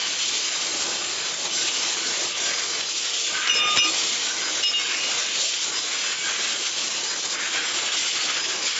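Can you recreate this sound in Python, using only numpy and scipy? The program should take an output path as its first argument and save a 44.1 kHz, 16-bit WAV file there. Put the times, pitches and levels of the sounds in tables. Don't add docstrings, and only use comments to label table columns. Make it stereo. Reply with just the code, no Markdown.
import sys
import numpy as np
from scipy import signal
from scipy.io import wavfile
from scipy.ndimage import uniform_filter1d, map_coordinates

SR = 44100
rng = np.random.default_rng(int(sys.argv[2]) if len(sys.argv) > 2 else 0)


def file_out(sig):
    cols = np.atleast_2d(sig).T
    lim = np.clip(cols, -1, 1)
    pcm = np.round(lim * 32767).astype(np.int16)
    wavfile.write(sys.argv[1], SR, pcm)


N = 387621


def undb(db):
    return 10 ** (np.asarray(db) / 20)


def curve(table):
    t_s, *columns = np.transpose(table)
    return [np.interp(np.arange(N) / SR, t_s, column) for column in columns]


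def walk(rate_hz):
    hold = int(SR / rate_hz)
    steps = np.repeat(rng.standard_normal(N // hold + 1), hold)
    return 1.282 * uniform_filter1d(uniform_filter1d(steps, hold), hold)[:N]


def sine(hz):
    cycles = np.cumsum(hz * np.ones(N)) / SR
    return np.sqrt(2) * np.sin(2 * np.pi * (cycles + rng.random()))


def bell(t_s, length_s):
    return 0.5 ** ((2 * (np.arange(N) / SR - t_s) / length_s) ** 2)


def swells(table):
    return sum(undb(db) * bell(t_s, length_s) for t_s, length_s, db in table)


def patches(hz, t_s, width_hz, rate_hz):
    grid = rng.standard_normal((400, 400))
    points = np.meshgrid(hz / width_hz, t_s * rate_hz, indexing="ij")
    return map_coordinates(grid, points, order=1, mode="wrap")


def hiss(shape, lo_hz, hi_hz, patch_db, patch_hz, grain_db, grain_hz):
    stft = dict(nperseg=2048, noverlap=1536)
    f, t_s, cells = signal.stft(rng.standard_normal(N), SR, **stft)
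    hz, db = np.transpose(shape)
    colour = undb(np.interp(np.log(f + 1), np.log(hz), db, left=-90, right=-90))
    band = (f > lo_hz) & (f < hi_hz)
    colour = colour / np.sqrt(np.sum(colour[band] ** 2) / len(f))
    flicker_db = patch_db * patches(f, t_s, patch_hz, 12.5)
    flicker_db = flicker_db + grain_db * patches(f, t_s, grain_hz, 9.5)
    return signal.istft(cells * colour[:, None] * undb(flicker_db), SR, **stft)[1][:N]


# f/Hz, relative density/dB
SHOP_SPECTRUM = [(25, -35), (50, -21), (100, -15.5), (260, -8), (343, -0.5), (390, -3.5), (600, -3.5),
                 (910, -4.5), (1300, -11), (2000, -30.5)]
# f/Hz, width/Hz (sets waver rate and pitch wander), mean level/dB
FAN_TONES = [(478, 14, -55.5), (1190, 12, -53), (3060, 30, -48)]


def workshop(level_db):
    rumble = undb(level_db) * hiss(SHOP_SPECTRUM, 250, 1000, 1.5, 200, 2.43, 59.9)
    tones = np.zeros(N)
    for hz, width_hz, db in FAN_TONES:
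        gain = undb(db + 1.9 * walk(width_hz))
        tones += gain * sine(hz + 0.301 * width_hz * walk(width_hz))
    return rumble + tones


# t/s, length/s, level/dB
BEAM_FLARES = [(.44, .08, -39), (.57, 0.054, -40), (.72, .15, -47), (1.0, .08, -41), (1.22, 0.19, -44.5),
               (1.57, 0.045, -43), (2.55, 0.066, -35.5), (2.9, 0.091, -42), (4.09, 0.048, -40),
               (4.46, .07, -33), (4.93, .1, -42), (5.78, 0.071, -34), (6.02, 0.17, -38.5),
               (7.1, 0.04, -33.5), (7.34, .1, -41.5), (8.42, 0.086, -34.5), (8.65, 0.13, -37)]
BEAM_HZ, BEAM_DB, BEAM_WAVER_DB = 5000.5, -48.5, 1
BEAM_OFF_S, BEAM_ON_S, BEAM_RAMP_S = 4, 4.05, .05


def beam():
    t = np.arange(N) / SR
    on = np.clip(np.maximum(BEAM_OFF_S - t, t - BEAM_ON_S) / BEAM_RAMP_S, 0, 1)
    steady = on * undb(BEAM_DB + BEAM_WAVER_DB * walk(12))
    flares = swells(BEAM_FLARES) * undb(1.5 * walk(40))
    return (steady + flares) * sine(BEAM_HZ + 2.5 * walk(25))


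# t/s, crack drive level/dB, crack centre f/Hz, crack t60/s,
# thud level/dB, thud f/Hz, thud t60/s
OFFCUT_BOUNCES = [(3.473, -15, 2800, 0.053, -42, 300, .1), (3.496, -25, 3500, 0.025, -44, 310, .1),
                  (3.552, -30, 1500, .03, -29, 470, 0.11), (3.765, -33, 1500, 0.068, -32, 500, .1),
                  (3.772, -9, 3200, .018, -30.5, 125, 0.08), (3.783, -19, 2800, 0.05, -34, 327, 0.13),
                  (3.822, -23, 3500, 0.017, -47, 312, 0.3), (3.846, -20, 3000, 0.018, -30, 322, 0.38),
                  (4.628, -32, 3000, 0.039, -48, 302, 0.11), (4.636, -18, 4000, 0.027, -49, 304, 0.095),
                  (4.736, -23, 3000, 0.035, -53, 300, .1)]


def bounces():
    out, t = np.zeros(N), np.arange(SR // 2) / SR
    for t_s, crack_db, crack_hz, crack_t60_s, thud_db, thud_hz, thud_t60_s in OFFCUT_BOUNCES:
        band = signal.butter(1, [crack_hz / 1.36, crack_hz * 1.3], "bandpass", fs=SR, output="sos")
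        noise = 3 * signal.sosfilt(band, rng.standard_normal(len(t)))
        crack = noise * undb(crack_db - 60 * t / crack_t60_s) * np.minimum(t / 0.00083, 1)
        thud = undb(thud_db - 60 * t / thud_t60_s) * np.sin(2 * np.pi * thud_hz * t)
        i = int(t_s * SR)
        out[i:i + len(t)] += crack + thud * np.minimum(t / 0.0039, 1)
    return out


# struck t/s, damped t/s
RING_FLIGHTS = [(3.48, 3.768), (3.77, 3.91), (4.625, 4.722), (4.727, 5.13)]
# swell t/s, level there/dB, swell spacing/s, dip depth/dB
RING_SWELLS = [
    [(3.72, -25.5, .44, 20), (3.868, -33, .2, 20), None, None],
    [(3.66, -39, .11, 12), None, None, (4.81, -37, .1, 14)],
    [(3.65, -36, .3, 12), (3.79, -29, .4, 8), None, None],
    [(3.65, -32, .36, 12), None, None, None],
    [(3.62, -34, .5, 12), (3.85, -31, .3, 4), (4.69, -37, .12, 14), (5.0, -36, .55, 24)],
    [(3.48, -34, .3, 14), (3.83, -36, .5, 3), None, None],
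    [(3.65, -35, .3, 8), None, None, (4.98, -39, .5, 20)],
    [(3.505, -22, .11, 6), (3.825, -24, .14, 12), None, (4.755, -22, .7, 260)],
    [None, None, (4.642, -20.5, .16, 18), (5.04, -32.5, .5, 16)],
    [(3.5, -21, .065, 16), (3.775, -29, .3, 6), None, None],
    [(3.615, -23.5, .095, 8), (3.78, -33, .1, 6), None, None],
    [None, (3.782, -33, .07, 10), None, None],
    [None, (3.78, -31, .065, 5), (4.674, -33, .1, 12), (4.79, -33, .5, 30)],
    [(3.575, -27, .115, 13), None, None, None],
    [None, (3.79, -22.5, .062, 16), (4.68, -27, .2, 14), None],
    [(3.575, -35, .11, 13), (3.77, -38, .3, 6), (4.71, -36, .3, 6), (4.8, -36, .1, 14)],
    [(3.506, -28, .15, 20), (3.795, -29, .3, 8), None, None],
    [(3.54, -43, .2, 16), None, None, None],
]
RING_MODES_HZ = [1219, 2183, 2405, 2449, 2488, 2522, 2693, 2845, 2864, 2915, 3610, 3570, 3720, 5183, 5166,
                 5430, 5940, 7150]
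RING_DECAYS_S = [9, 1.5, 1.5, 2, 2, 1, 2, 1.4, 5, .4, 9, 1, 1, 1.1, 1.5, 1.2, 1.8, 2]
# rise time after the blow/s, longer for modes first heard late
RING_RISES_S = [.003, .003, .003, .003, .003, .003, .003, .02, .008, .02, .13, .003, .003, .06, .012, .003,
                .02, .003]


def offcut_ring():
    out = np.zeros(N)
    for hz, t60_s, rise_s, flights in zip(RING_MODES_HZ, RING_DECAYS_S, RING_RISES_S, RING_SWELLS):
        partial = undb(1.6 * walk(70)) * sine(hz + 3.2 * walk(30))
        for (struck_s, damped_s), swell in zip(RING_FLIGHTS, flights):
            if swell:
                first_s, db, spacing_s, depth_db = swell
                i = np.arange(int(struck_s * SR), int(damped_s * SR))
                t = i / SR
                fade = np.clip(np.minimum((t - struck_s) / rise_s, (damped_s - t) / .012), 0, 1)
                turn = np.sin(np.pi * (t - first_s) / spacing_s) ** 2
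                level_db = db - 60 * (t - first_s) / t60_s - depth_db * turn
                out[i] += fade * undb(level_db) * partial[i]
    return out


# t/s, length/s,
# level/dB, f/Hz
BRIEF_WHISTLES = [(3.39, 0.14, -39, 1219), (6.072, .13, -39, 2640), (6.23, 0.067, -35.5, 2270)]


def whistles():
    out = np.zeros(N)
    for t_s, length_s, db, hz in BRIEF_WHISTLES:
        out += undb(db) * bell(t_s, length_s) * sine(hz + 6.3 * walk(40))
    return out


# t/s, length/s, level/dB before flutter, f/Hz
COLUMN_SINGS = [(.9, 0.18, -46, 1515), (1.25, 0.074, -44, 1510), (1.604, .12, -41, 1500),
                (2.08, 0.1, -45.5, 1550), (2.467, .15, -43.5, 1590), (3.371, 0.13, -35, 1540),
                (4.36, 0.23, -41, 1505), (4.85, .12, -40.5, 1610), (5.25, 0.11, -42.5, 1600),
                (6.11, 0.14, -42.5, 1560), (6.266, 0.066, -36, 1590), (6.492, 0.16, -42, 1560),
                (7.053, .12, -45, 1580), (7.4, 0.097, -41, 1570), (7.569, 0.11, -36, 1585),
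                (7.852, .15, -41.5, 1640)]
COLUMN_DB, COLUMN_WAVER_DB, COLUMN_FLUTTER_HZ = -54.5, 3.5, 210


def air_column():
    hz = curve([(row[0], row[3]) for row in COLUMN_SINGS])[0]
    floor = undb(COLUMN_DB + COLUMN_WAVER_DB * walk(12))
    sings = undb(1.9 * walk(35)) * swells(row[:3] for row in COLUMN_SINGS)
    tone = walk(COLUMN_FLUTTER_HZ) * sine(hz) + walk(COLUMN_FLUTTER_HZ) * sine(hz)
    return (floor + sings) * tone / np.sqrt(2)


# f/Hz, relative density/dB
JET_SPECTRUM = [(1200, -23), (2200, -11), (3900, 0.5), (5000, -0.5), (6250, 0.5), (7000, 1), (7600, -0.5),
                (8500, -1)]
HOLLOW_SPECTRUM = [(1900, -16.5), (2500, -7), (3100, -3.5), (3500, -5.5), (3900, -14.5), (4500, -27)]
MOUTH_SPECTRUM = [(700, -22), (1100, -3), (1520, 0), (1870, -1), (2300, 0.5), (2800, -9.5), (3600, -32.5)]


def gas(jet_db, hollow_db, mouth_db):
    jet = undb(jet_db) * hiss(JET_SPECTRUM, 5976, 7710, 1.1, 581, 3.35, 65)
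    hollow = undb(hollow_db) * hiss(HOLLOW_SPECTRUM, 2515, 3746, 0.92, 300, 3.1, 60.3)
    mouth = undb(mouth_db) * hiss(MOUTH_SPECTRUM, 1156, 2296, 1.5, 298, 2.6, 60.5)
    sputter = undb(0.59 * walk(45) + 0.81 * walk(150))
    return sputter * (jet + hollow + mouth + air_column())


# t/s, jet level/dB, tube hollow level/dB, tube mouth level/dB, workshop level/dB
CUT_LEVELS = [(0.0, -34.5, -33.5, -38, -43), (0.34, -29, -33, -43.5, -44), (0.56, -32, -35.5, -38, -43),
              (0.85, -31, -35.5, -39, -39.5), (1.15, -34.5, -37, -38.5, -40.5), (1.4, -33, -40, -42, -41),
              (1.7, -30.5, -32.5, -38.5, -41.5), (2.15, -32, -37, -36.5, -40),
              (2.5, -31.5, -33.5, -36, -41.5), (2.7, -34.5, -40, -40.5, -43), (3.1, -32, -35, -43.5, -46),
              (3.27, -28.5, -30, -46, -45), (3.33, -33, -32, -35, -39), (3.47, -34, -28, -32, -43.5),
              (3.55, -30.5, -31, -35, -39), (3.75, -33.5, -29.5, -37, -38),
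              (3.92, -29.5, -30.5, -36.5, -39.5), (4.2, -30.5, -34.5, -39.5, -44),
              (4.45, -33, -38, -38, -38.5), (4.85, -33, -32, -35.5, -43), (5.2, -31.5, -34, -38.5, -39.5),
              (5.42, -31.5, -31, -44.5, -46.5), (5.75, -32.5, -40, -39, -41),
              (6.1, -31.5, -35, -33.5, -44.5), (6.4, -32, -33.5, -37, -40),
              (6.75, -31.5, -32.5, -39.5, -44.5), (7.25, -34.5, -39.5, -36, -40.5),
              (7.4, -33, -34.5, -34.5, -41), (7.85, -32, -31, -37.5, -41), (8.2, -31, -31.5, -35.5, -43),
              (8.45, -33.5, -33, -35.5, -40), (8.79, -32, -35, -36, -45.5)]
# t/s, length/s, jet change/dB, hollow change/dB, mouth and workshop change/dB
LEVEL_DIPS = [(.34, 0.054, 0, 2.5, 2.5), (1.37, 0.054, -2.5, -1, -1.5), (1.461, 0.031, 3.5, 0, 5),
              (1.5, .04, -3.5, 2, -2), (2.346, 0.045, -6, -0.5, -3), (2.408, .04, -1, -2, -0.5),
              (2.7, .05, 2.5, -2, 1), (2.8, 0.11, 4, 3, 5), (2.84, 0.052, -5.5, 0, -2),
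              (3.515, .06, -5, -9, -3), (3.59, .05, -2, 1, 0.5), (3.638, 0.072, -10, -3, -1.5),
              (3.72, .05, 1.5, -1, -2.5), (3.77, 0.022, 4.5, 4, 7.5), (3.815, 0.049, -12, -3, -6),
              (4.28, 0.015, -1, 4.5, 2), (4.356, 0.055, 0, -3, 1), (4.62, 0.044, 2.5, 2.5, 0),
              (4.664, 0.057, -6.5, 1, -11), (4.75, 0.058, -6, -1.5, -7.5), (5.402, 0.075, 3.5, -4, 5.5),
              (5.723, .06, -3.5, -2, 1.5), (5.762, .04, 1, 6.5, 0), (5.824, 0.029, -1, -1, -3),
              (6.06, 0.073, -1, 1.5, 0.5), (6.192, 0.13, -3.5, -1, -4), (6.29, 0.063, 1, 0, 3.5),
              (6.66, .04, 2, 1, 0.5), (6.707, 0.044, -1, -6, -3), (7.216, 0.03, 0, 0, -8),
              (7.252, 0.027, 3.5, -6, 0), (7.299, 0.064, 0, -5, -4.5), (7.34, 0.043, 1, -3, 2.5),
              (7.377, 0.026, -5, 2, 0.5), (7.498, 0.052, -2.5, -4, -4.5), (7.55, 0.04, 1, 5, 1),
              (7.836, 0.033, 3, -2, 4.5), (7.906, 0.034, -1.5, -1, -2.5), (7.943, .03, 3, 2, 1.5),
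              (7.98, 0.059, 2.5, 0.5, -3), (8.103, 0.044, -2, 1.5, -6.5), (8.16, 0.041, 0, 1, 1.5),
              (8.304, .04, -1.5, 2, 1), (8.417, 0.052, -2, -6, -1)]
# jet/dB, hollow/dB, mouth/dB, workshop/dB
LEVEL_WAVER_DB = (0.85, 1.1, 1.7, 1.39)
LEVEL_WAVER_HZ = 30


def noise_levels():
    jet, hollow, low = sum(np.outer(db, bell(t_s, length_s)) for t_s, length_s, *db in LEVEL_DIPS)
    changes_db = (jet, hollow, low, low)
    return [base_db + change_db + waver_db * walk(LEVEL_WAVER_HZ)
            for base_db, change_db, waver_db in zip(curve(CUT_LEVELS), changes_db, LEVEL_WAVER_DB)]


def scene():
    jet_db, hollow_db, mouth_db, shop_db = noise_levels()
    background = workshop(shop_db) + beam()
    offcut = bounces() + offcut_ring()
    mono = background + offcut + whistles() + gas(jet_db, hollow_db, mouth_db)
    return np.array([mono, mono])


TOP_HZ = 7575


def record(dry):
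    sos = signal.ellip(13, .2, 75, TOP_HZ, fs=SR, output="sos")
    return signal.sosfilt(sos, dry)


dry = scene()
out = record(dry)
file_out(out)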